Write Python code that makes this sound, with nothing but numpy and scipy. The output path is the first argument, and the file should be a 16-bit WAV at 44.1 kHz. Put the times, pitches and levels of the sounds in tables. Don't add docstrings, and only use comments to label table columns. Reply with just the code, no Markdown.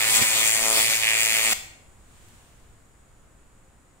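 import sys
import numpy as np
from scipy import signal
from scipy.fft import rfft, irfft
from scipy.io import wavfile
from scipy.ndimage import uniform_filter1d

SR = 44100
rng = np.random.default_rng(int(sys.argv[2]) if len(sys.argv) > 2 else 0)


def to_wav(s):
    ch = np.atleast_2d(s).T
    pcm = np.round(np.clip(ch, -1, 1) * 32767)
    wavfile.write(sys.argv[1], SR, pcm.astype(np.int16))


N = 176400
T = np.arange(N) / SR
F = np.maximum(np.fft.rfftfreq(N, 1 / SR), 1)
SWEEP_HZ = 111.05
STOP_S = 1.5334


def undb(db):
    return 10 ** (np.asarray(db) / 20)


def unit(x):
    return x / np.sqrt(np.mean(x ** 2))


def over_time(table, column):
    rows = np.array(table, float)
    return np.interp(T, rows[:, 0], rows[:, column])


def over_frequency(table, column):
    rows = np.array(table, float)
    return np.interp(np.log(F), np.log(rows[:, 0]), rows[:, column])


def bands(x, edges_hz):
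    lowpasses = [1 / (1 + (F / edge) ** 16) for edge in edges_hz]
    lowpasses = [0 * F] + lowpasses + [0 * F + 1]
    spectrum = rfft(x)
    return [irfft(spectrum * (upper - lower), N) for lower, upper in zip(lowpasses, lowpasses[1:])]


def delay(seconds):
    return np.exp(-2j * np.pi * F * seconds)


def causal(db):
    log_gain = uniform_filter1d(db, size=N // 1000) * np.log(10) / 20
    cepstrum = irfft(log_gain, N)
    cepstrum[1:N // 2] *= 2
    cepstrum[N // 2 + 1:] = 0
    return np.exp(rfft(cepstrum))


def walk(rate_hz):
    hold = int(SR / rate_hz)
    steps = np.repeat(rng.standard_normal(N // hold + 1), hold)
    return unit(uniform_filter1d(steps, hold)[:N])


def clicks(times, db):
    at = np.asarray(times)[:, None] * SR
    taps = np.floor(at) + np.arange(-8, 9)
    offset = taps - at
    pulses = undb(db)[:, None] * np.sinc(offset) * np.cos(offset * np.pi / 18) ** 2
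    out = np.zeros(N)
    np.add.at(out, np.clip(taps, 0, N - 1).astype(int), pulses)
    return out


# f/Hz, level/dB per Hz
FANS = [(20, 1), (60, -3), (81, -7), (293, -11.5), (500, -16.5), (1290, -19), (4670, -34.5), (8180, -33),
        (16000, -46.5)]
# f/Hz, Gaussian width/Hz, level over the hiss/dB
WHISTLES = [(58.74, 5, 4), (115, 38, 3), (529, 5.5, 5), (6915, 180, 11.5), (7980, 400, 8), (9680, 150, 9)]
# t/s, rumble level/dB, middle level/dB (halved in the lower middle), treble level/dB
FAN_LEVEL = [(1.8, 2.5, 1, 5.5), (2.3, 3.5, 3, 3.5), (2.56, 4, 0.5, 0), (2.8, 0.5, -0.5, 2.5),
             (3.2, 2.5, -0.5, 2), (4, -1.5, -1.5, 1.5)]
FAN_SPLITS_HZ = (140, 2800, 6700)
FANS_DB = -56
FANS_ALIKE_HZ = 700
RUMBLE_WAVER_DB = 1.5


def fans():
    db = over_frequency(FANS, 1)
    for hz, width_hz, over_db in WHISTLES:
        db = db + over_db * np.exp(-.5 * ((F - hz) / width_hz) ** 2)
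    mid, side = rfft(rng.standard_normal((2, N))) * undb(db)
    side = side * np.sqrt(0.11 + 0.5865 / (1 + (FANS_ALIKE_HZ / F) ** 2))
    scale = undb(FANS_DB) / np.std(irfft(mid, N))
    rumble_db = over_time(FAN_LEVEL, 1) + RUMBLE_WAVER_DB * walk(4.2)
    middle_db, treble_db = over_time(FAN_LEVEL, 2), over_time(FAN_LEVEL, 3)
    gains = undb([rumble_db, middle_db / 2, middle_db, treble_db])
    ears = []
    for sign in (1, -1):
        noise = irfft(mid + sign * side, N)
        ears.append(scale * np.sum(gains * bands(noise, FAN_SPLITS_HZ), axis=0))
    return np.array(ears)


# f/Hz, level/dB
SWELL = [(1000, 0), (3000, 2.5), (5000, -4), (8500, 3.5), (11000, -8)]
SWELL_S, SWELL_RISE_S, SWELL_FALL_S = 2.25, 0.13, 0.306
SWELL_DB = -58


def swell():
    spectrum = rfft(rng.standard_normal((2, N))) * undb(over_frequency(SWELL, 1)) * (F > 500)
    hiss = unit(irfft(spectrum, N))
    width_s = np.where(T < SWELL_S, SWELL_RISE_S, SWELL_FALL_S)
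    return hiss * undb(SWELL_DB) * np.exp(-.5 * ((T - SWELL_S) / width_s) ** 2)


def tick():
    return bands(clicks([2.2865], [-35]), [3000])[1]


HUM_DB, HUM_FADE_DB_PER_S = (-55, -46.5), -2.5


def hum():
    on = uniform_filter1d(1. * (T < STOP_S), SR // 50)
    tone = np.sqrt(2) * np.sin(2 * np.pi * SWEEP_HZ * T)
    return undb(HUM_DB)[:, None] * tone * undb(HUM_FADE_DB_PER_S * T) * on


# t/s, peak level before high-pass and panning/dB
THUDS = [(0.2169, -24), (0.2257, -26)]
THUD_WIDTH_S, THUD_PAN_DB = 0.00042, -19.5


def thuds():
    push = -sum(undb(db) * np.exp(-.5 * ((T - at) / THUD_WIDTH_S) ** 2) for at, db in THUDS)
    return bands(push, [70])[1] * undb([[THUD_PAN_DB / 2], [-THUD_PAN_DB / 2]])


FIRST_POP_S = .0069
OTHER_END = .5
SHIFT_AT_S, SHIFT_S = .217, .00102


def turns():
    turn = np.arange(int(2 * SWEEP_HZ * N / SR))
    times = FIRST_POP_S + (turn // 2 + OTHER_END * (turn % 2)) / SWEEP_HZ
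    times = times + SHIFT_S * (times > SHIFT_AT_S)
    return times[times < STOP_S]


# t/s, then level/dB of the thud, low, middle and treble of the pop
BEAM = [(0, 0.5, 0.5, 3, -8.5, -21, 3), (.11, -4.5, -7.5, 1.5, -3.5, -3.5, 2.5),
        (.16, 8, -5, -9.5, -1.5, -1, 8), (.2, 12, 2, -8, -3.5, 2.5, 1.5), (.222, 14, -2, -15, -27, -7.5, 8),
        (.26, 4, -10, 0.5, -4, -2, 2), (.33, 1, -2.5, -4, -3, -5, 4), (.42, 3.5, -0.5, 1.5, -6, -7, 4.5),
        (.51, -24.5, -2.5, -0.5, 1.5, -50.5, 2.5), (.6, 4, 3.5, -1.5, -3.5, -70, 2),
        (.69, 5.5, 7.5, -6.5, 3, -15, 1.5), (.78, 3, 5, -1.5, -4, -55, 5.5),
        (.85, -8.5, -8, 2, -4.5, -49, 2), (.95, 3.5, -6, 0, -4, -14, 1.5),
        (1.0, -36.5, -6, -6, -5, -8.5, 0), (1.04, -4, -3, 6, -7.5, -38, 0), (1.27, -12, -4, 2, 0, -30, 2),
        (1.41, -6.5, 0, 4, -6, -22, 1.5), (1.5, 6, 3, 1, -4, -34, 3), (1.53, 11.5, -5, -7, -8, 8.5, 5.5)]
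# f/Hz, level against the pops/dB
SIZZLE_TILT = [(100, 11.5), (650, -1.5), (2300, 2.5), (3400, 1.5), (4500, 7), (5700, 2.5), (6800, 3),
               (9100, 5), (10500, 6)]
SIZZLE_REPEAT = 0.31
SIZZLE_ALIKE, SIZZLE_ALIKE_HZ = 0.76, 5100
SIZZLE_GRAIN_DB, SIZZLE_FLICKER_DB, SIZZLE_SHIFT_DB = 1.5, 1., 2
SIZZLE_BANDS_HZ = 700 * 2 ** (np.arange(14) / 3)
FLARE_DB, FLARE_S, FLARE_LAG_S = 4.5, .0004, 0.0009


def sizzle():
    grain = undb(SIZZLE_GRAIN_DB * rng.exponential(size=(3, N)))
    both, left, right = rfft(rng.standard_normal((3, N)) * grain)
    alike = SIZZLE_ALIKE / (1 + (F / SIZZLE_ALIKE_HZ) ** 2)
    sparks = np.sqrt(alike) * both + np.sqrt(1 - alike) * np.array([left, right])
    comb = 1 / (1 - SIZZLE_REPEAT * delay(1 / SWEEP_HZ))
    sparks = unit(irfft(sparks * comb * undb(over_frequency(SIZZLE_TILT, 1)), N))
    sparks = sum(band * undb(SIZZLE_SHIFT_DB * walk(16)) for band in bands(sparks, SIZZLE_BANDS_HZ))
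    flares = turns()[::2] + FLARE_LAG_S
    nearest = np.clip(np.searchsorted(flares - .5 / SWEEP_HZ, T) - 1, 0, None)
    flare_db = FLARE_DB * np.exp(-.5 * ((T - flares[nearest]) / FLARE_S) ** 2)
    level_db = over_time(BEAM, 6) + flare_db + SIZZLE_FLICKER_DB * walk(24.42)
    return sparks * undb(level_db) * (T < STOP_S)


SPLITS_HZ = (330, 1500, 4000)
POP_JITTER_S = (.0001, .0001, .000015, .00002)
POP_SCATTER_DB, POP_WANDER_S = 1.6, .000035
LOW_LEAD_S = 0.00038
OTHER_END_DB = (6.5, 6, 0)


def pops():
    times = turns()
    chance = rng.standard_normal((8, len(times)))
    times = times + POP_WANDER_S * np.interp(times, T, walk(15))
    main = other = 0
    for k, jitter_s in enumerate(POP_JITTER_S):
        at = times + jitter_s * chance[k]
        db = POP_SCATTER_DB * chance[4 + k]
        lead_s = LOW_LEAD_S if k < 2 else 0
        main_clicks = clicks(at[::2] - lead_s, db[::2])
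        main = main + undb(over_time(BEAM, k + 1)) * bands(main_clicks, SPLITS_HZ)[k]
        if k:
            other_clicks = clicks(at[1::2], db[1::2])
            other_db = OTHER_END_DB[k - 1] + over_time(BEAM, 5)
            other = other + undb(other_db) * bands(other_clicks, SPLITS_HZ)[k]
    return np.sqrt(SR / SWEEP_HZ) * np.array([main, other])


# f/Hz, reverberation time/s
ROOM_T60 = [(100, 0.35), (500, 1), (2000, 0.62), (6000, 0.54), (12000, 0.39)]


def room():
    hz, t60_s = np.array(ROOM_T60).T
    edges_hz = np.sqrt(hz[1:] * hz[:-1])
    tails = []
    for _ in range(2):
        tail = 0
        for band, decay_s in zip(bands(rng.standard_normal(N), edges_hz), t60_s):
            equal_energy = np.sqrt(2 * np.log(1000) / decay_s / SR)
            tail = tail + band * undb(-60 * T / decay_s) * equal_energy
        tails.append(tail)
    return rfft(tails)


# f/Hz, left level/dB, right level/dB
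COLOUR = [(51.7, -28, -39), (125, -27.5, -20), (268, -25.5, -18.5), (646.6, -8, -10), (900, -10.5, -7.5),
          (1200, -9, -10), (1620, -10.5, -10.5), (2061, -7.5, -2), (2463, -3, -0.5), (2747, -15.5, -6),
          (2686, 2.5, -3.5), (2940, -8, -7), (3320, -1.5, -5), (3674, -6.5, -6), (3950, -11.5, -11),
          (4230, -11, -9), (5260, -7.5, -14.5), (6830, -3.5, -11), (7617, 2, -8.5), (8300, -3.5, -10),
          (9010, -10.5, 1), (9210, -12.5, -6), (11200, -15, -15), (16000, -14.5, -13.5)]
# delay t/s, left level/dB, right level/dB
ECHOES = [(.00044, 7, 6), (.00225, -9, -27)]
ECHO_DULL_HZ = 8980
RIGHT_LAG_S = .0001
COLOUR_DB = 6.0
POP_DB, SIZZLE_DB = -27, -22
POP_ROOM_DB, ROOM_DB = -10.5, -8.5


def laser():
    dull = 1 / np.sqrt(1 + (F / ECHO_DULL_HZ) ** 4)
    echoes = np.array([1 + dull * sum(undb(echo[side]) * delay(echo[0]) for echo in ECHOES)
                       for side in (1, 2)])
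    left = causal(over_frequency(COLOUR, 1))
    right = causal(over_frequency(COLOUR, 2)) * delay(RIGHT_LAG_S)
    colour = np.array([left, right]) * undb(COLOUR_DB)
    tails = room()
    main, other = rfft(undb(POP_DB) * pops())
    pop = main * echoes + other * delay(ECHOES[0][0])
    pop = pop * (1 + undb(POP_ROOM_DB) * tails)
    hiss = rfft(undb(SIZZLE_DB) * sizzle()) * (1 + undb(ROOM_DB) * tails)
    return irfft(colour * (pop + hiss), N)


def scene():
    return fans() + swell() + tick() + hum() + thuds() + laser()


def record(dry):
    soft = np.tanh(dry)
    lowpass = signal.ellip(14, .2, 95, 15720, fs=SR, output="sos")
    return signal.sosfilt(lowpass, soft)


dry = scene()
out = record(dry)
to_wav(out)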